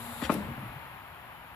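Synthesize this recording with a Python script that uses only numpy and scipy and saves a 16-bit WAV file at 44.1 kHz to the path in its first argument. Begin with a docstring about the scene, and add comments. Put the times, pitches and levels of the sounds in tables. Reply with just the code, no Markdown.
"""Two plank doors roll shut on a wooden shed, heard outdoors from a few metres. The leaves meet with a hollow
knock (edge and panel modes), then sway and bump on their track. Rollers hum, hiss and squeak until then; the
leaves scrape in tiny slips; metal hangers tick. The shed booms after the knock. Behind: a faint high rustle,
two bird notes and background noise (a low rush like distant traffic, with a faint high hiss)."""
import sys
import numpy as np
from scipy import signal
from scipy.fft import rfft, irfft
from scipy.io import wavfile
from scipy.ndimage import uniform_filter1d

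SR = 44100
rng = np.random.default_rng(int(sys.argv[2]) if len(sys.argv) > 2 else 0)


def to_wav(s):
    """Save 16-bit WAV."""
    ch = np.atleast_2d(s).T  # columns
    pcm = np.round(np.clip(ch, -1, 1) * 32767)  # PCM
    wavfile.write(sys.argv[1], SR, pcm.astype(np.int16))


N = 68355
T = np.arange(N) / SR

# door blows (time [s], edge gain [dB], thud gain [dB], ring gain [dB], thud low-pass [Hz])
BLOWS = [(0.2205, -30, -20, -45, 500), (0.2951, -14.5, -9, -27.5, 1400), (0.320, -45, -23, -46.5, 800),
         (0.347, -45, -28, -37.5, 900), (0.483, -42, -28, -43.5, 1200), (0.574, -45, -31.5, -51.5, 1000),
         (0.629, -55, -37, -49.5, 450), (0.713, -58, -37, -59, 450)]
# edge boards, dead panel thud, lasting panel ring (frequency [Hz], gain [dB], t60 [s])
EDGE_MODES = [(887, -10.5, 0.043), (1083, -3.5, 0.026), (1211, -4, 0.023), (1320, -22, 0.034),
              (2360, -19.5, .02), (3300, -38, .012)]
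THUD_MODES = [(275.5, -1.5, 0.041), (420, -3, 0.0093), (596, -11, 0.047)]
PANEL_MODES = [(152, -26, 0.28), (210.9, -3.5, 0.51), (282.2, 3.5, 0.228), (317.1, -2.5, .45),
               (353.4, -2.5, 0.18), (450, -10, 0.46), (489, -30, 0.26), (539, -11, 0.38), (596, -13, 0.46),
               (679.4, -12, 0.35), (1041, -19, 0.2), (1185, -21, .14), (1372, -8.5, 0.12)]
# swings against the wall (time [s], level [dB], pitch [Hz], rise [s])
SWAYS = [(0.240, -39.5, 73.6, 0.01), (0.338, -39.5, 152, 0.014), (0.361, -29, 202, 0.017),
         (0.408, -43.5, 80, 0.03), (0.451, -48, 60, 0.011), (0.483, -34, 130, 0.01),
         (0.495, -38.5, 235.3, 0.015), (0.573, -40, 135.4, 0.022), (0.617, -41.5, 116, 0.032),
         (0.622, -38.5, 196, 0.0087), (0.691, -43, 64.4, 0.0078), (0.759, -39, 143.5, 0.0086)]
# rubs between the leaves (time [s], length [s], level [dB])
SCRAPES = [(0.215, 0.03, -38.5), (0.236, 0.02, -37), (0.25, 0.013, -32)]
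# scraped wood (frequency [Hz], gain [dB], t60 [s])
SCRAPE_MODES = [(539, -7, 0.23), (1000, -1.5, 0.0078), (1520, -5.5, 0.018), (1986, -0.5, 0.012),
                (2620, -1, 0.0073), (3330, -0.5, 0.0053), (4300, -8.5, 0.0032), (7140, -4, .005)]
# hanger ticks (time [s], level [dB], decay [s])
TICKS = [(0.31, -45.5, 0.053), (0.319, -41.5, 0.019), (0.3405, -34.5, 0.0034)]
# roller squeak, bird notes (time [s], length [s], level [dB], pitch [Hz])
SQUEAKS = [(0.237, 0.036, -54.5, 5664)]
BIRD_NOTES = [(1.135, 0.044, -62, 3210), (1.315, .115, -63, 3000)]
# shed boom (frequency [Hz], gain [dB], t60 [s])
BOOM_BANDS = [(35, -14, 1.5), (60, -7.5, 2), (114, -0.5, 2.33), (244, 3, 0.79), (394, -1.5, 0.74),
              (644, -4, 0.52), (1130, -4, 0.24), (2360, -10.5, 0.18), (4080, -19, 0.43),
              (6400, -32.5, 0.49), (7650, -24.5, 0.56), (14000, -39, 0.78)]
# noise spectra (frequency [Hz], gain [dB])
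RUMBLE_SPECTRUM = [(40, -18), (110, 10.5), (300, -8.5), (500, -5), (880, 1.5), (1300, -8), (2000, -36),
                   (3800, -7), (5500, -24.5), (14000, -23)]
HISS_SPECTRUM = [(3000, -8), (5500, -19), (7500, 4.5), (8800, -4), (10500, 10.5), (14500, 2)]
TICK_SPECTRUM = [(2000, 8.5), (4000, 4), (6000, 3.5), (8000, -0.5), (11000, 16), (14500, 5)]
RUSTLE_SPECTRUM = [(7000, -40), (9500, -17), (10700, 17), (12000, -16), (14500, -16)]
# background filter: low rush, faint high hiss; the 8640 Hz notch is part of neither
# (frequency [Hz], gain [dB])
BACKGROUND_EQ = [(18, -23), (30, -46), (52, -3.5), (124, -2.5), (263, -12), (324, -13.5), (359, -13),
                 (465, -15), (543, -10), (865, -2), (2200, -10), (2990, -15), (6020, -38), (7800, -34),
                 (8640, -69), (9840, -25), (14500, -23)]
# background envelope (time [s], level [dB])
BACKGROUND_LEVEL = [(0, -44.5), (.4, -42.5), (.75, -44), (1.05, -46.5), (1.55, -47.5)]
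# stereo image of doors and background (frequency [Hz], left minus right [dB])
DOOR_BALANCE = [(100, 1), (380, 4), (700, 4), (1300, 9.5), (2400, 18), (4400, 9), (8000, 11), (14000, -2)]
AIR_BALANCE = [(60, 4.5), (380, 3.5), (1200, 4), (2400, 4.5), (4400, 6), (8000, -0.5), (14000, 1.5)]
# stereo noise (frequency [Hz], left-right correlation [0..1])
COHERENCE = [(60, 1), (300, 0.65), (800, 0.7), (1500, 0.74), (3000, 0.067), (8000, 0.018)]


def door_blows(ground_lag_s=0.0056, ground_db=2, bending_lag_s=0.003023, edge_trim_db=-5.5):
    """Blows knock the edge boards; a bending wave spreads, and the panel thuds and rings."""
    times_s, edge_db, thud_db, ring_db, lowpass_hz = np.transpose(BLOWS)
    edge_force = bandpass(impulses(times_s, edge_db), 800, 3560)
    edge_force += from_db(ground_db) * delayed(edge_force, ground_lag_s)   # echo off the gravel
    panel_times_s = times_s + bending_lag_s
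    thud_force = sum(bandpass(-impulses([at_s], [db]), 130, hz)   # softer contact, duller thud
                     for at_s, db, hz in zip(panel_times_s, thud_db, lowpass_hz))
    panel = ring(thud_force, THUD_MODES) + ring(impulses(panel_times_s, ring_db), PANEL_MODES)
    bass_cut = signal.butter(3, 160, "high", fs=SR, output="sos")
    return from_db(edge_trim_db) * ring(edge_force, EDGE_MODES) + signal.sosfilt(bass_cut, panel)


def door_sways():
    """Leaves swing against the wall; low notes swell and fade."""
    out = 0
    for start_s, db, hz, rise_s in SWAYS:
        age_s = np.maximum(T - start_s, 0)
        swell = from_db(db) * age_s / rise_s * np.exp(1 - age_s / rise_s)
        out += swell * np.sin(2 * np.pi * hz * age_s) * door_pan(hz)
    return out


def door_scrape(slips_per_s=4500, release_s=0.012):
    """Leaves rub into line; dense slips drive the wood modes."""
    slips = (rng.random(N) < slips_per_s / SR) * rng.standard_normal(N)
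    slips = bandpass(slips, 450, 12000)
    pressure = sum(from_db(db) * (T >= start_s) * fade_after(start_s + length_s - release_s, release_s)
                   for start_s, length_s, db in SCRAPES)
    return ring(slips * pressure, SCRAPE_MODES) / np.std(ring(slips, SCRAPE_MODES))


def rollers(hum_hz=236.7, hum_db=-47.5, waver_db=3.2, rumble_db=-46.5, hiss_db=-47):
    """Rollers hum, rumble and hiss on the track until the leaves meet."""
    hum_gain = from_db(hum_db + waver_db * waver(window_samples=2500))
    hum = hum_gain * np.sin(2 * np.pi * hum_hz * T) * door_pan(hum_hz)
    rumble = from_db(rumble_db) * noise(RUMBLE_SPECTRUM, DOOR_BALANCE)
    hiss = from_db(hiss_db) * noise(HISS_SPECTRUM, DOOR_BALANCE)
    hiss *= fade_after(stop_s=0.252, decay_s=0.038)
    return (hum + rumble) * fade_after(stop_s=0.32, decay_s=0.026) + hiss


def hangers():
    """A roller squeaks as the leaves rub; then metal hangers tick and rattle."""
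    squeak = whistles(SQUEAKS, waver_hz=15) * pan(db=8)
    envelope = sum(from_db(db) * (T >= at_s) * fade_after(at_s, decay_s) for at_s, db, decay_s in TICKS)
    return squeak + envelope * noise(TICK_SPECTRUM, DOOR_BALANCE)


def shed_boom(start_s=0.293, rise_s=0.0065, gain_db=-29.5):
    """Walls and interior answer the main knock; lows last longest."""
    spectrum = rfft(noise(BOOM_BANDS, DOOR_BALANCE))
    age_s = np.maximum(T - start_s, 0)
    half_octave = np.round(2 * np.log2(bins_hz(floor_hz=20)))
    tail = 0
    for band in np.unique(half_octave):
        t60_s = at_hz(BOOM_BANDS, 2 ** (band / 2), column=2)
        tail += irfft(spectrum * (half_octave == band), N) * from_db(-60 * age_s / t60_s)
    return from_db(gain_db) * (1 - np.exp(-age_s / rise_s)) * tail


def rustle(peak_s=0.663, width_s=0.068, peak_db=-63.5):
    """Faint, high swell of noise once the doors are shut."""
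    envelope = from_db(peak_db) * np.exp(-((T - peak_s) / width_s) ** 2)
    return envelope * noise(RUSTLE_SPECTRUM, AIR_BALANCE)


def bird():
    """Two faint, distant whistled notes."""
    return whistles(BIRD_NOTES, waver_hz=69.4)


def background(treble_hz=(1400, 4200), treble_db_per_db=0.2, right_lag_s=0.00014):
    """Distant low rush with faint high hiss, notch-filtered; leans left, dulls as it recedes."""
    level_db = np.interp(T, *np.transpose(BACKGROUND_LEVEL))
    bed = noise(BACKGROUND_EQ, AIR_BALANCE)
    treble = signal.sosfilt(signal.butter(1, treble_hz, "band", fs=SR, output="sos"), bed)
    extra_treble = from_db(treble_db_per_db * (level_db - level_db[-1])) - 1
    left, right = from_db(level_db) * (bed + extra_treble * treble)
    return np.array([left, np.roll(right, int(right_lag_s * SR))])


def ring(force, modes, right_lag_s=0.00003):
    """Force-driven damped modes, panned to the doors."""
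    out = 0
    for hz, db, t60_s in modes:
        radius, angle = from_db(-60 / (t60_s * SR)), 2 * np.pi * hz / SR
        poles = [1, -2 * radius * np.cos(angle), radius ** 2]
        out += from_db(db) * door_pan(hz) * signal.lfilter([0, np.sin(angle)], poles, force + 1e-18)
    return np.array([out[0], delayed(out[1], right_lag_s)])


def whistles(notes, waver_hz, ramp_s=0.0054):
    """Thin tones, soft ends, unsteady pitch."""
    drift_hz = waver_hz * waver(window_samples=150)
    out = 0
    for start_s, length_s, db, hz in notes:
        gate = np.clip(np.minimum(T - start_s, start_s + length_s - T) / ramp_s, 0, 1)
        out += from_db(db) * gate * np.sin(2 * np.pi * np.cumsum(hz + drift_hz) / SR)
    return out


def noise(spectrum, balance):
    """Stereo noise, rms 1; coherent bass, diffuse treble."""
    hz = bins_hz(floor_hz=1)
    mid, side = rfft(rng.standard_normal((2, N)))
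    coherence = np.clip(at_hz(COHERENCE, hz), -1, 1)
    stereo = np.sqrt(1 + coherence) * mid + np.sqrt(1 - coherence) * side * [[1], [-1]]
    return unit_rms(irfft(stereo * from_db(at_hz(spectrum, hz)) * pan(at_hz(balance, hz)), N))


def waver(window_samples):
    """Smoothed noise, rms 1."""
    return unit_rms(uniform_filter1d(rng.standard_normal(N), size=window_samples))


def impulses(times_s, db):
    out = np.zeros(N)
    np.add.at(out, (np.asarray(times_s) * SR).astype(int), from_db(db))
    return out


def bandpass(x, low_hz, high_hz):
    return signal.sosfilt(signal.butter(2, [low_hz, high_hz], "band", fs=SR, output="sos"), x)


def delayed(x, lag_s):
    return np.interp(T - lag_s, T, x, left=0)


def fade_after(stop_s, decay_s):
    return np.exp(-np.maximum(T - stop_s, 0) / decay_s)


def pan(db):
    """Stereo gains for a left-minus-right level."""
    return from_db(np.array([[1], [-1]]) * db / 2)


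def door_pan(hz):
    return pan(at_hz(DOOR_BALANCE, hz))


def at_hz(table, hz, column=1):
    """Table lookup over log frequency."""
    table = np.array(table)
    return np.interp(np.log(hz), np.log(table[:, 0]), table[:, column])


def bins_hz(floor_hz):
    return np.maximum(np.arange(N // 2 + 1) * SR / N, floor_hz)


def from_db(db):
    return 10 ** (np.asarray(db) / 20)


def unit_rms(x):
    return x / np.sqrt(np.mean(x ** 2) + 1e-20)


def scene():
    """Doors, shed, open air."""
    doors = door_blows() + door_sways() + door_scrape() + rollers() + hangers()
    return doors + shed_boom() + rustle() + bird() + background()


def record(dry):
    """Steep low-pass."""
    cutoff_hz = 14700
    return signal.sosfilt(signal.ellip(12, .1, 80, cutoff_hz, fs=SR, output="sos"), dry)


dry = scene()
out = record(dry)
to_wav(out)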